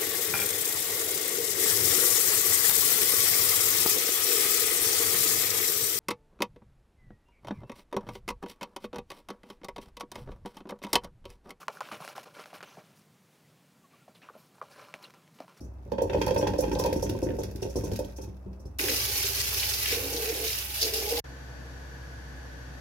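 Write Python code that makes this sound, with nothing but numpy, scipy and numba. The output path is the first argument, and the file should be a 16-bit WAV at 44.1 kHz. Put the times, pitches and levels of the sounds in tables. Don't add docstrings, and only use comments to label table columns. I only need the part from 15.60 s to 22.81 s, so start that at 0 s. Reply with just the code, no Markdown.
import sys
import numpy as np
from scipy import signal
from scipy.fft import rfft, irfft, next_fast_len
from scipy.io import wavfile
from numba import njit

SR = 44100
rng = np.random.default_rng(int(sys.argv[2]) if len(sys.argv) > 2 else 0)


def wrap_up_sound(samples):
    columns = np.atleast_2d(samples).T
    tamed = np.clip(columns, -1, 1)
    steps = np.round(tamed * 32767).astype(np.int16)
    wavfile.write(sys.argv[1], SR, steps)


N = 317914
TIME = np.arange(N) / SR
SIDES = np.array([[1], [-1]])
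TAP_ON_S, TAP_OFF_S = 3.186, 5.602

# t/s, level/dB, thud f/Hz, ring/dB (high on bare steel, low on fruit)
LANDINGS = [(0.01, -41.5, 276, -28), (0.045, -48, 327, -42), (0.259, -45.5, 383, -25),
            (0.318, -26, 480, -4.5), (0.383, -27.5, 525, 1), (0.417, -23, 500, -12),
            (0.434, -31.5, 450, -5), (0.455, -34, 410, -12), (0.497, -28, 396, -7), (0.53, -31.5, 414, -1),
            (0.545, -20, 540, -5), (0.571, -42, 480, -13), (0.612, -26, 456, 1), (0.644, -31, 380, -6),
            (0.667, -25.5, 523, 2), (0.683, -30, 540, 0), (0.7083, -24, 490, -6), (0.741, -31, 420, -12),
            (0.7605, -22.5, 553, 1.5), (0.795, -27, 500, -11), (0.826, -22.5, 530, -1.5),
            (0.867, -27, 298, 4.5), (0.884, -27.5, 395, -15), (0.903, -43, 360, -10), (0.937, -30, 510, -3),
            (0.961, -32, 340, -5), (0.987, -22.5, 529, -22), (1.024, -30.5, 504, 2),
            (1.039, -30.5, 430, 0.5), (1.076, -29, 315, -16), (1.113, -26.5, 338, -2),
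            (1.129, -23, 360, -16), (1.155, -30, 524, -2), (1.172, -41, 420, 8), (1.196, -27.5, 507, 0.5),
            (1.22, -31, 397, 2), (1.246, -25.5, 545, 3), (1.261, -28.5, 480, 5.5), (1.29, -27, 378, -13),
            (1.325, -28, 508, -30), (1.359, -23.5, 297, -9.5), (1.383, -33, 400, -13),
            (1.426, -26.5, 505, -6), (1.457, -29.5, 356, -12), (1.494, -29, 306, -10),
            (1.523, -31, 350, -17), (1.549, -31.5, 393, -6.5), (1.594, -42, 414, -23),
            (1.625, -21, 345, -16), (1.663, -26.5, 343, -13.5), (1.689, -24.5, 370, -29),
            (1.706, -34, 360, -16), (1.7357, -34, 480, -15), (1.758, -40, 370, -18),
            (1.786, -27.5, 445, -8.5), (1.836, -35, 400, -22), (1.882, -45, 310, -30),
            (1.95, -36.5, 312, -25), (2.022, -28, 407, -15), (2.051, -28, 378, -16), (2.156, -24, 385, -13),
            (2.17, -28, 417, -22.5), (2.236, -29.5, 443, -11), (2.271, -37, 450, -17),
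            (2.316, -30.5, 507, -12), (2.39, -28, 557, -8), (2.446, -41, 298, -20), (2.584, -39.5, 341, -5),
            (2.629, -43, 304, -7), (2.677, -41, 304, -18), (2.861, -37.5, 372, -21), (2.909, -47, 298, -23),
            (2.996, -49.5, 303, -27), (3.054, -39.5, 368, -31)]
# t/s, level/dB, hardness/dB (high = knock on steel, low = crackle of skin on skin)
SKIN_SMACKS = [(0.3169, -51, -2.5), (0.381, -51.5, 6), (0.418, -47.5, -11.5), (0.4965, -49, 9.5),
               (0.532, -44, 6), (0.615, -33.5, 2), (0.6628, -41.5, -9), (0.678, -40, 1), (0.706, -42.5, 4),
               (0.744, -47, -7), (0.761, -48, 8.5), (0.8244, -49.5, 7), (0.87, -38, 1.5), (0.934, -48.5, 5),
               (1.0051, -46, -17), (1.035, -45, 6), (1.115, -43, 2.5), (1.151, -52, 0),
               (1.194, -37.5, -7.5), (1.236, -39, -3), (1.258, -37.5, -5.5), (1.327, -40, -7.5),
               (1.492, -39.5, -6), (1.079, -51, 4), (1.464, -53, 7), (1.629, -64, -2), (1.737, -63.5, 0),
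               (1.833, -42, -4), (1.9101, -55.5, -6), (1.9568, -50, -8), (2.026, -49, -2),
               (2.1854, -51.5, -11), (2.315, -45.5, -5), (2.332, -46.5, -6), (2.359, -42.5, -6),
               (2.389, -45, -9), (2.4455, -56, -10), (2.5822, -58, 2.5), (2.638, -54.5, -5),
               (2.929, -65.5, -1)]
# f/Hz, level/dB, t60/s without fruit
BASE_MODES = [(57.3, -6.5, 0.71), (83.3, -3.5, 0.15), (103, -4, 0.29), (140, -10.5, 0.36),
              (189.7, -9, 0.51), (234.7, -12, 0.38), (260, -11, 0.17), (299.7, -7.5, 0.22),
              (324, -4.5, 0.08), (398.5, -10, 0.49), (464, -1, 0.08), (519, -3.5, 0.14), (550.5, -10, 0.16),
              (647, -12, 0.065), (847, -9.5, 0.15), (907, -5.5, 0.2), (872, -12.5, 0.1), (937, -10, 0.12),
              (1015, -8, 0.063)]
# t/s, flow/dB
FLOW = [(0.0, -60), (0.34, -48), (0.49, -43), (0.57, -29.5), (0.72, -34.5), (1.56, -34), (1.93, -39),
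        (2.28, -32.5), (2.85, -52.5), (3.15, -55)]
# t/s, share of the pot base covered/0-1
COVER = [(0.4, 0.27), (1.27, 0.44), (1.45, 0.5), (2.4, 0.33)]
# t/s, level/dB
SPLASHING = [(3.21, -38.5), (3.33, -36), (4.24, -37), (4.33, -31.5), (4.38, -43), (4.79, -42),
             (4.88, -35.5), (5.09, -47), (5.2, -40), (5.22, -28.5), (5.33, -47.5), (5.34, -36), (5.45, -43),
             (5.5, -32.5), (5.53, -42), (5.58, -40)]


def undb(db):
    return 10 ** (np.asarray(db) / 20)


def unit(x):
    return x / np.sqrt(np.mean(x ** 2) + 1e-20)


def curves(table, at=TIME):
    s, *columns = np.transpose(table)
    return [np.interp(at, s, c) for c in columns]


def on_log_axis(hz, points):
    f, value = np.transpose(points)
    return np.interp(np.log(hz + 1e-3), np.log(f), value)


def colour(x, points):
    size = 4096
    hz = np.arange(size // 2 + 1) * SR / size
    cepstrum = irfft(np.log(undb(on_log_axis(hz, points))))
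    cepstrum[1:size // 2] *= 2
    cepstrum[size // 2 + 1:] = 0
    impulse = irfft(np.exp(rfft(cepstrum)))
    return signal.fftconvolve(x, impulse[None], axes=1)[:, :x.shape[1]]


def place(x, pan):
    size = 2 ** 19
    hz = np.arange(size // 2 + 1) * SR / size
    gain = undb(SIDES * on_log_axis(hz, pan) / 2)
    return irfft(rfft(x, size) * gain)[:, :N]


def band(x, lo_hz, hi_hz, order=2):
    edges_hz = [lo_hz, min(hi_hz, .45 * SR)]
    return signal.sosfilt(signal.butter(order, edges_hz, "band", fs=SR, output="sos"), x)


def diffuse(apart_hz):
    mid, side = rng.standard_normal((2, N))
    return mid + SIDES * signal.sosfilt(signal.butter(1, apart_hz, "high", fs=SR, output="sos"), side)


def between(start, end):
    return np.clip((TIME - start) / .004, 0, 1) * np.clip((end - TIME) / .004, 0, 1)


def add(out, s, sound):
    i = int(np.clip(s * SR, 0, N - 1))
    out[:, i:i + sound.shape[1]] += sound[:, :N - i]


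@njit
def grains(start, hz, cycles, size, glide, phase):
    out = np.zeros((2, N))
    for k in range(len(start)):
        length = int(cycles[k] * SR / hz[k]) + 2
        turn = 2 * np.pi * hz[k] / SR
        p = np.exp(1j * turn - 6. / length)
        rise = np.exp(1j * turn * glide / length)
        z = size[k] / np.sqrt(length) + 0j
        right = np.exp(1j * phase[k])
        first = int(start[k] * SR)
        for i in range(max(first, 0), min(first + length, N)):
            out[0, i] += z.imag
            out[1, i] += (z * right).imag
            z *= p
            p *= rise
    return out


def room(x, wet_db, t60_s):
    t = np.arange(int(.5 * SR)) / SR
    tail = band(rng.standard_normal((2, len(t))), 346, 13000, order=1)
    tail = tail * np.exp(-np.log(1000) * t / t60_s) * np.minimum(t / 0.0028, 1)
    tail = band(tail, 160.0, 14900)
    tail /= np.sqrt(np.sum(tail ** 2) / 2)
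    return x + undb(wet_db) * signal.fftconvolve(x, tail, axes=1)[:, :N]


def kitchen(hum_hz=63.6, hum_db=-44, early_db=-49, late_db=-47, rumble_db=-56, whine_hz=2620, whine_db=-84):
    # f/Hz, gain/dB
    air_early = [(50, -25), (85, -9), (99, -6.5), (113, -18.5), (183, -23.5), (338, -26), (440, -34),
                 (611, -29.5), (1260, -42.5), (3160, -64), (16000, -69)]
    air_late = [(50, -59), (85, -9.5), (129, 5.5), (204, -12), (266, -6), (369, -10.5), (403, -15.5),
                (470, -11), (906, -15.5), (1670, -22.5), (3160, -26), (4590, -29), (9250, -39.5),
                (11800, -38.5), (16000, -52)]
    # f/Hz, width/Hz, level/dB
    whirr_bands = [(122.5, 9.7, -58.5), (261, 40, -63), (461, 16, -59.5), (1488, 33, -61),
                   (1653, 320, -54.5), (4600, 280, -65.5), (5700, 620, -65.5), (6580, 480, -69),
                   (11530, 350, -74.5)]
    waver = unit(band(rng.standard_normal(N), 0.3, 0.94, order=1))
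    phase = 2 * np.pi * np.cumsum(hum_hz + .5 * waver) / SR
    hum = np.sqrt(2) * np.sin(phase) * undb(hum_db)
    rumble = undb(rumble_db) * unit(band(diffuse(900), 25.0, 122, order=3))
    early = undb(early_db) * unit(colour(diffuse(650), air_early))
    early += undb(whine_db) * unit(band(diffuse(650), whine_hz - 35, whine_hz + 35))
    late = undb(late_db) * unit(colour(diffuse(630), air_late))
    for hz, width, db in whirr_bands:
        late += undb(db) * unit(band(diffuse(360), hz - width / 2, hz + width / 2))
    late = (late + whine()) * undb(SIDES * 0.74)
    return hum + rumble + np.where(TIME < TAP_OFF_S, early, late)


def skins(smack_db=3, knock_db=-2, crackle_db=-9, snap_s=0.01, slide_s=0.0066, slide_db=-7, rough_db=2.5,
          rustle_db=-28, rustle_cover_db=12):
    # f/Hz, gain/dB
    skin_gain = [(760, -39), (1300, -3), (1570, 7), (1730, -4), (1880, 4), (2110, -4.5), (2630, 5),
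                 (3040, -10), (3680, 2), (3960, -1), (5480, 4), (8000, -14), (11700, -10), (16000, -15.5)]
    t = np.arange(int(.15 * SR)) / SR
    decay = np.exp(-t / snap_s) + undb(slide_db) * np.exp(-t / slide_s)
    shape = np.minimum(t / 0.0029, 1) * decay
    envelopes = np.zeros((3, N))
    for s, db, hardness in SKIN_SMACKS:
        tilt = np.array([[knock_db + hardness], [0], [crackle_db - hardness]])
        add(envelopes, s, (undb(smack_db + db + tilt) * shape) ** 2)
    ticks = unit(undb(5 * np.repeat(rng.standard_normal(N // 160 + 1), 160)[:N]))
    rustle = ticks * undb(curves(FLOW)[0] + rustle_db + rustle_cover_db * curves(COVER)[0])
    envelopes += (rustle * undb([[-3], [-2], [-4]])) ** 2
    slips = undb(rough_db * np.repeat(rng.standard_normal(N // 32 + 1), 32)[:N])
    grit = colour(rng.standard_normal((2, N)) * slips, skin_gain)
    bands_hz = (1070, 3540), (3010, 7000), (8600, 21000)
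    parts = [band(grit, lo, hi, order=3) for lo, hi in bands_hz]
    return sum(unit(part) * np.sqrt(e) for part, e in zip(parts, envelopes))


def clicks(click_db=-4.0, crack_db=-2, crack_s=0.0042, rattle_db=-12, rattle_range_db=9, low_hz=1300,
           high_hz=5200, ring_cycles=6):
    # t/s, level/dB, f/Hz
    taps = [(1.152, -31, 3470), (1.24, -39, 2620), (1.3278, -33, 1980), (1.4966, -32, 2730),
            (1.574, -61, 2300), (1.670, -44, 1490), (1.688, -37.5, 1860), (1.705, -38, 1750),
            (1.817, -40, 3460), (1.8375, -39, 1510), (1.9964, -50, 1530), (2.0274, -35, 2700),
            (2.032, -38, 2740), (2.061, -54, 2550), (2.186, -47, 1220), (2.3155, -39, 2900),
            (2.334, -43, 2570), (2.357, -41, 2650), (2.37, -42, 2700), (2.4463, -41, 3270),
            (2.478, -57, 2750), (2.5825, -65, 1570)]
    t = np.arange(int(.08 * SR)) / SR
    when, size, pitch = rng.random(size=(260, 3)).T
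    when = when * TAP_ON_S
    level = curves(FLOW, when)[0] + rattle_db - rattle_range_db * size
    rattle = np.column_stack([when, level, low_hz * (high_hz / low_hz) ** pitch])
    out = np.zeros((2, N))
    for s, db, hz in np.vstack([taps, rattle]):
        tick = np.sin(2 * np.pi * hz * t + SIDES * rng.uniform(-4.4, 1)) * np.exp(-t * hz / ring_cycles)
        crack = unit(band(rng.standard_normal((2, len(t))), hz / 1.26, hz * 1.65)) * np.exp(-t / crack_s)
        add(out, s, undb(db + click_db) * (tick + undb(crack_db) * crack))
    return out


def squeaks(squeak_db=1, overtone_db=-4.0, start_hz=5150, end_hz=6200, rise_s=0.01126, peak_s=0.0089,
            rasp_db=-1):
    # t/s, level/dB
    squeezes = [(0.003, -57), (0.038, -61.5), (0.416, -49.5), (0.775, -37.5), (0.802, -45), (0.9815, -38),
                (1.0023, -44), (1.1266, -45), (1.186, -35.5), (1.358, -45.5), (1.422, -36), (1.626, -43.5),
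                (1.785, -46), (2.0175, -42), (2.094, -49), (2.156, -39.5), (2.236, -42.5), (2.56, -49.5),
                (2.612, -48.5), (2.9945, -61.5), (3.052, -59)]
    t = np.arange(int(.1 * SR)) / SR
    out = np.zeros((2, N))
    for s, db in squeezes:
        chance = rng.standard_normal((2, 2, len(t)))
        wobble = .11 * unit(band(chance[0], 60, 1800, order=1)) + .025 * rng.standard_normal()
        hz = (end_hz + (start_hz - end_hz) * np.exp(-t / rise_s)) * (1 + wobble)
        phase = 2 * np.pi * np.cumsum(hz, axis=1) / SR
        swell = t / peak_s * np.exp(1 - t / peak_s)
        rasp = undb(rasp_db) * 0.69 * unit(band(chance[1], 6300, 13000, order=1))
        top = 0.42 * np.sin(2 * phase) + rasp
        tone = swell ** 1.02 * np.sin(phase)
        add(out, s, undb(db + squeak_db) * (tone + undb(overtone_db) * swell * top))
    return out


def strike(t, rings, cover, thud_hz, ring_db, boom_db, scatter_db, spread=0.92, thud_db=1, thud_s=0.0063,
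           shorter=0.7, damping_per_s=24, detune=0.0066, thud_spread=0.5):
    hz, db, _ = np.transpose(BASE_MODES)
    chance = rng.standard_normal((4, len(hz)))
    upper = hz > 700
    reach_db = min(thud_hz - 520, 0) / 22
    tilt = [(190, boom_db), (280, 0), (400, 0.0064), (620, reach_db), (830, ring_db)]
    db = db + on_log_axis(hz, tilt)
    phase = SIDES * spread * np.minimum(hz / 900, 2) * chance[1] + upper * np.pi * (chance[2] > 0)
    weights = undb(db + scatter_db * chance[0]) * np.exp(1j * phase)
    rings = rings * np.exp(-damping_per_s * cover * t)
    modes = 0
    for group in (~upper, upper):
        sound = (weights[:, group] @ rings[group]).imag
        energy = undb(2 * db[group]) @ np.sum(np.abs(rings[group]) ** 2, axis=1)
        modes = modes + sound * np.sqrt(energy / (np.sum(sound ** 2) + 1e-20))
    modes = np.array([np.interp(t * (1 + detune * chance[3, 0]), t, ear) for ear in modes])
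    swell = t / (thud_s * (1 - shorter * cover))
    thud = np.sin(2 * np.pi * thud_hz * t - SIDES * thud_spread * thud_hz / 900)
    return modes + undb(thud_db) * (swell * np.exp(1 - swell)) ** 2 * thud


def cherries(blow_db=1, contact_s=0.0029, bounce_s=.05, jostle_db=-5, jostle_range_db=5, jostle_boom_db=4,
             bounces=3):
    boom_base_db, boom_follows, boom_covered_db = -38, 0.098, 20
    ring_empty_db, ring_covered_db = -3, -28
    t = np.arange(int(.3 * SR)) / SR
    hz, _, t60 = np.transpose(BASE_MODES)[:, :, None]
    push = np.sin(np.pi / 2 * np.minimum(t / contact_s, 1)) ** 2
    rings = np.exp((2j * np.pi * hz - np.log(1000) / t60) * t) * push
    out = np.zeros((2, N))
    for s, db, thud_hz, ring in LANDINGS:
        cover = curves(COVER, s)[0]
        boom = min(boom_base_db + boom_covered_db * cover + boom_follows * db - db, 2.5)
        add(out, s, undb(db + blow_db) * strike(t, rings, cover, thud_hz, ring, boom, scatter_db=4.5))
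    times = np.repeat([row[0] for row in LANDINGS], bounces)
    for s, (delay, size, pitch) in zip(times, rng.random(size=(len(times), 3))):
        when = s + delay * bounce_s
        flow, cover = curves(FLOW, when)[0], curves(COVER, when)[0]
        ring = ring_empty_db + ring_covered_db * cover
        thud_hz = 270 + 340 * pitch - 70 * cover
        bounce = strike(t, rings, cover, thud_hz, ring, jostle_boom_db, scatter_db=6.0)
        add(out, when, undb(flow + jostle_db - jostle_range_db * size) * bounce)
    return out


def steel(smack_ring_db=1, blow_ring_db=-14.0, covered_db=-9, clack_db=-3, scatter_db=4, rebound_s=0.057,
          rebound_db=-4, grain_db=4, clack_s=.008):
    # f/Hz before random shift, level/dB, t60/s
    wall = [(1553, -1, .09), (1608, 5, .11), (1830, 2.5, 0.18), (2140, -4, .07), (2430, -9, .12),
            (2560, -15, .08), (2550, 6, 0.16), (2790, -17, 0.09), (3260, 9, 0.092), (3550, 4, 0.054),
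            (4134, -33, .05), (4470, 7, .06)]
    t = np.arange(int(.2 * SR)) / SR
    hz, db, t60 = np.transpose(wall)
    landings = [(s, level + ring + blow_ring_db) for s, level, _, ring in LANDINGS]
    rebounds = [(s + rebound_s * rng.uniform(0.24, 1), level + rebound_db) for s, level in landings]
    smacks = [(s, level + hardness + smack_ring_db) for s, level, hardness in SKIN_SMACKS]
    out = np.zeros((2, N))
    for s, level in smacks + landings + rebounds:
        shifted = hz * (1 + .018 * rng.standard_normal(len(hz)))
        rings = np.exp((2j * np.pi * shifted - np.log(1000) / t60)[:, None] * t)
        gains = undb(db + scatter_db * rng.standard_normal(len(hz)))
        weights = gains * np.exp(2j * np.pi * rng.random((2, len(hz))))
        grain = undb(grain_db * np.repeat(rng.standard_normal(len(t) // 64 + 1), 64)[:len(t)])
        clack = unit(band(grain * rng.standard_normal((2, len(t))), 1200, 3500)) * np.exp(-t / clack_s)
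        sound = (weights / np.linalg.norm(weights[0]) @ rings).imag + undb(clack_db) * clack
        gain = undb(level + covered_db * curves(COVER, s)[0])
        add(out, s, gain * sound * np.minimum(t / .002, 1))
    return out


def bubbles(count, lo_hz, hi_hz, cycles, spread_db, glide, apart):
    when, pitch, life, size, side = rng.random((count, 5)).T
    start = TAP_ON_S + when * (TAP_OFF_S - TAP_ON_S)
    hz = lo_hz + pitch * (hi_hz - lo_hz)
    sizes = undb(-spread_db * np.log(1 - .99 * size))
    swarm = grains(start, hz, cycles * (.5 + life), sizes, float(glide), apart * np.pi * (2 * side - 1))
    return unit(swarm) * np.sqrt((TAP_OFF_S - TAP_ON_S) / (N / SR))


def gurgling(gurgle_db=-1, big_below_hz=340, attack_s=0.018, release_s=0.03):
    # f/Hz, gain/dB
    pocket_gain = [(120, -43.5), (190, -11.5), (240, -16), (290, -2.5), (350, -4.5), (400, -1), (455, 4.5),
                   (520, -1), (600, -13.5), (830, -10), (1100, -29), (1600, -34)]
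    # from t/s, to t/s, level/dB, biggest bubbles/dB
    plunge_rows = [(3.175, 3.34, -43, 8), (4.3, 4.854, -41.5, 2), (5.211, 5.287, -39, -2),
                   (5.33, 5.481, -38.5, -7), (5.508, 5.6, -34.5, -0.5)]
    pocket_hz, pocket_width_hz = 397.5, 32
    trickle_db, trickle_db_per_s = -42, -8
    swarm = bubbles(count=1700, lo_hz=188.0, hi_hz=1220, cycles=47.0, spread_db=-0.35, glide=0.028, apart=0.24)
    swarm = unit(colour(swarm, pocket_gain))
    biggest = signal.sosfiltfilt(signal.butter(4, big_below_hz, fs=SR, output="sos"), swarm)
    pocket = unit(band(swarm, pocket_hz - pocket_width_hz / 2, pocket_hz + pocket_width_hz / 2))
    trickle = undb(trickle_db + trickle_db_per_s * np.maximum(TIME - TAP_ON_S, 0))
    out = unit(swarm + pocket) * trickle
    for start, end, db, big_db in plunge_rows:
        attack = np.clip((TIME - start) / attack_s, 0, 1)
        envelope = attack * np.exp(-np.maximum(TIME - end, 0) / release_s)
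        out = out + undb(db) * envelope * (swarm + (undb(big_db) - 1) * biggest)
    return out * undb(gurgle_db)


def shifting_echoes(x, shift_hz=3.5):
    patterns = [room(x, wet_db=-7, t60_s=.03) - x for _ in range(3)]
    turn = 2 * np.pi * shift_hz * TIME
    echoes = sum(p * np.sin(turn * rng.uniform(0.502, 1) + 2 * np.pi * rng.random()) for p in patterns)
    return x + np.sqrt(2 / 3) * echoes


def water(splash_db=3.0, fizz_db=-8.0, hiss_db=-9, flutter_db=1.45, drum_db=-45, drum_db_per_s=-4.5):
    # f/Hz, gain/dB
    splash_gain = [(350, -54), (600, -6.5), (737, -16), (834, -5.5), (1040, -14), (1430, -10.5), (1590, -6),
                   (1750, -10), (2680, -0.5), (3480, -5), (5120, 1), (7940, -9.5), (11800, -6.5),
                   (15100, -6), (16000, -14)]
    # f/Hz, left minus right/dB
    tap_pan = [(100, -12), (480, -1), (1200, 1), (8000, 3), (14000, -2)]
    spray_db, spray_follows, spray_db_per_s = 4, 0.43, -1
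    slap_db, slap_follows, slap_db_per_s = -3.5, 0.2, -1.4
    splash, usual = curves(SPLASHING)[0], np.mean(SPLASHING, axis=0)[1]
    filling_s = np.clip(TIME, TAP_ON_S, TAP_OFF_S) - (TAP_ON_S + TAP_OFF_S) / 2
    spray = usual + spray_db + spray_follows * (splash - usual) + spray_db_per_s * filling_s
    slap = usual + slap_db + slap_follows * (splash - usual) + slap_db_per_s * filling_s
    drops = bubbles(count=14000, lo_hz=765, hi_hz=15100, cycles=1.27, spread_db=-3.0, glide=0, apart=1.0)
    fizz = bubbles(count=2000, lo_hz=708, hi_hz=12960, cycles=70, spread_db=3.0, glide=0.077, apart=0.88)
    flutter = unit(band(rng.standard_normal(N), 1.5, 37, order=1))
    hiss = rng.standard_normal((2, N)) * between(TAP_ON_S, TAP_OFF_S)
    surface = drops + undb(fizz_db) * fizz + undb(hiss_db) * hiss
    surface = colour(shifting_echoes(surface), splash_gain) * undb(flutter_db * flutter)
    running = np.sqrt((TAP_OFF_S - TAP_ON_S) / (N / SR))
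    levels = (440, 2570, slap), (3250, 6770, splash + splash_db), (9620, 24200, spray)
    out = 0
    for lo_hz, hi_hz, db in levels:
        out = out + running * unit(band(surface, lo_hz, hi_hz, order=3)) * undb(db)
    out += running * gurgling() + hollow() + glugs() + splashes() + pops()
    drum = undb(drum_db + drum_db_per_s * (TIME - TAP_ON_S)) * unit(band(diffuse(1300), 86.0, 119.5, order=3))
    return place(out, tap_pan) + drum * between(TAP_ON_S, TAP_OFF_S)


def clumps(rows, count, cycles=40, pitch_spread=0.182, spread_db=3, glide=0.055):
    s, db, hz, length = np.repeat(rows, count, axis=0).T
    delay, side = rng.random((len(s), 2)).T
    pitch, size = rng.standard_normal((len(s), 2)).T
    hz = hz * np.exp(pitch_spread * pitch)
    sizes = undb(db + spread_db * size) * np.sqrt(cycles * SR / hz)
    lives = np.full(len(s), float(cycles))
    return grains(s + delay * length, hz, lives, sizes, float(glide), np.pi * (2 * side - 1))


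def splashes(big_db=-6, small_db=-39.5, low_hz=1900, high_hz=7500, length_s=0.015, follows=0.22):
    # t/s, level/dB, f/Hz, length/s
    big_rows = [(3.191, -29.5, 2380, .008), (3.282, -27.5, 2540, 0.018), (3.293, -25.5, 5070, 0.011),
                (3.355, -27, 5600, .015), (3.632, -30, 3830, .012), (3.655, -24, 6100, 0.019),
                (3.8, -24, 5700, .015), (3.974, -35.5, 2570, .006), (3.918, -44, 1270, 0.011),
                (3.996, -27, 4450, 0.0082), (4.028, -29.5, 3060, 0.012), (4.134, -27.5, 5170, 0.013),
                (4.253, -39, 5400, .008), (4.255, -29, 2600, 0.0063), (4.27, -29.5, 2640, 0.037),
                (4.304, -27, 2390, 0.031), (4.332, -33, 3840, .02), (4.529, -28, 5800, .012),
                (4.562, -27.5, 5000, .015), (4.69, -28.5, 5200, 0.012), (5.191, -32, 5070, .012),
                (5.229, -27, 5000, 0.0066), (5.24, -34, 4634, 0.028), (5.335, -29.5, 5065, 0.019),
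                (5.567, -29.5, 3570, 0.012)]
    when, pitch = rng.random(size=(110, 2)).T
    s = TAP_ON_S + when * (TAP_OFF_S - TAP_ON_S)
    db = small_db + follows * (curves(SPLASHING, s)[0] - np.mean(SPLASHING, axis=0)[1])
    hz = low_hz * (high_hz / low_hz) ** pitch
    small = np.column_stack([s, db, hz, np.full(len(s), length_s)])
    return undb(big_db) * clumps(big_rows, count=36) + clumps(small, count=6)


def glugs(glug_db=-4.5, rise_per_s=0.456):
    # t/s, peak/dB, initial f/Hz, swell/s
    big_bubbles = [(3.2, -29, 407, 0.0054), (3.234, -23.5, 403, 0.0065), (3.287, -27, 513, 0.0099),
                   (4.324, -22.5, 446, 0.005), (4.368, -27, 468, 0.0077), (4.41, -36, 268.7, 0.045),
                   (4.565, -39.5, 840, 0.014), (4.635, -41, 419, 0.014), (4.715, -32, 312, 0.014),
                   (4.82, -53, 605, 0.0095), (5.15, -43, 636, 0.074), (5.321, -26.5, 418, 0.01),
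                   (5.41, -31, 404, 0.047), (5.465, -35.5, 830, 0.014), (5.5, -34, 622, 0.0074),
                   (5.57, -37, 830, 0.014), (5.578, -36, 644, .009)]
    t = np.arange(int(.3 * SR)) / SR
    out = np.zeros((2, N))
    for s, db, hz, swell_s in big_bubbles:
        envelope = (t / swell_s * np.exp(1 - t / swell_s)) ** 2
        phase = 2 * np.pi * hz * t * (1 + rise_per_s * t / 2)
        add(out, s, undb(db + glug_db) * envelope * np.sin(phase + SIDES * rng.uniform(-0.4, 0.39)))
    return out


def hollow(throb_db=1.5, wobble=0.018, apart=0.25):
    # t/s, f/Hz, level/dB
    glide_rows = [(4.3, 450, -72), (4.33, 464.5, -42), (4.38, 438.4, -54), (4.46, 477, -40.5),
                  (4.53, 468.4, -45), (4.56, 476, -39), (4.615, 456.5, -32.5), (4.655, 402, -42),
                  (4.69, 453.7, -33), (4.78, 444, -43), (4.85, 442, -35.5), (4.94, 430, -76),
                  (5.19, 445, -78), (5.225, 448, -40), (5.26, 448, -35.5), (5.3, 442, -48),
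                  (5.36, 445, -35), (5.45, 454.5, -39.5), (5.49, 444, -49), (5.53, 469, -39),
                  (5.59, 482, -35)]
    hz, db = curves(glide_rows)
    throb, drift = (unit(band(noise, 18.3, 51)) for noise in rng.standard_normal((2, N)))
    phase = 2 * np.pi * np.cumsum(hz * (1 + wobble * drift)) / SR
    gate = between(glide_rows[0][0], TAP_OFF_S)
    return undb(db + throb_db * throb) * np.sin(phase + SIDES * apart) * gate


def pops(swell_s=0.0004):
    # t/s, peak/dB, f/Hz
    bursts = [(5.2215, -15, 4880), (5.2289, -11.5, 4850)]
    t = np.arange(int(.02 * SR)) / SR
    swell = t / swell_s * np.exp(1 - t / swell_s)
    out = np.zeros((2, N))
    for s, db, hz in bursts:
        add(out, s, undb(db - 2 * SIDES) * swell * np.sin(2 * np.pi * hz * t + SIDES * 0.46))
    return out


def whine(centre_hz=1725, sway_hz=32, width_hz=22, whine_db=-59):
    sway = unit(band(rng.standard_normal(N), 0.44, 2))
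    turn = np.exp(2j * np.pi * np.cumsum(sway_hz * sway) / SR)
    narrow = unit(band(diffuse(360), centre_hz - width_hz / 2, centre_hz + width_hz / 2))
    return undb(whine_db) * (signal.hilbert(narrow, next_fast_len(N))[:, :N] * turn).real


def scene(quiet_from_s=5.644):
    # f/Hz, left minus right/dB
    pour_pan = [(100, 1), (380, -1.5), (600, -5), (1200, -2), (2400, -1), (8000, -0.5), (15000, -6)]
    blows = room(cherries(), wet_db=-5.0, t60_s=0.32)
    contacts = room(skins() + steel() + clicks() + squeaks(), wet_db=-8.5, t60_s=0.27)
    pour = place(blows + contacts, pour_pan)
    tap = room(water(), wet_db=-8.0, t60_s=0.38)
    dip = 1 - .99 * between(TAP_OFF_S, quiet_from_s)
    return (pour + tap) * between(-1, TAP_OFF_S + 0.00016) + kitchen() * dip


def record(dry):
    thin = signal.sosfilt(signal.butter(4, 42, "high", fs=SR, output="sos"), dry)
    return signal.sosfilt(signal.ellip(10, .2, 70, 15950, fs=SR, output="sos"), thin)


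dry = scene()
out = record(dry)
wrap_up_sound(out)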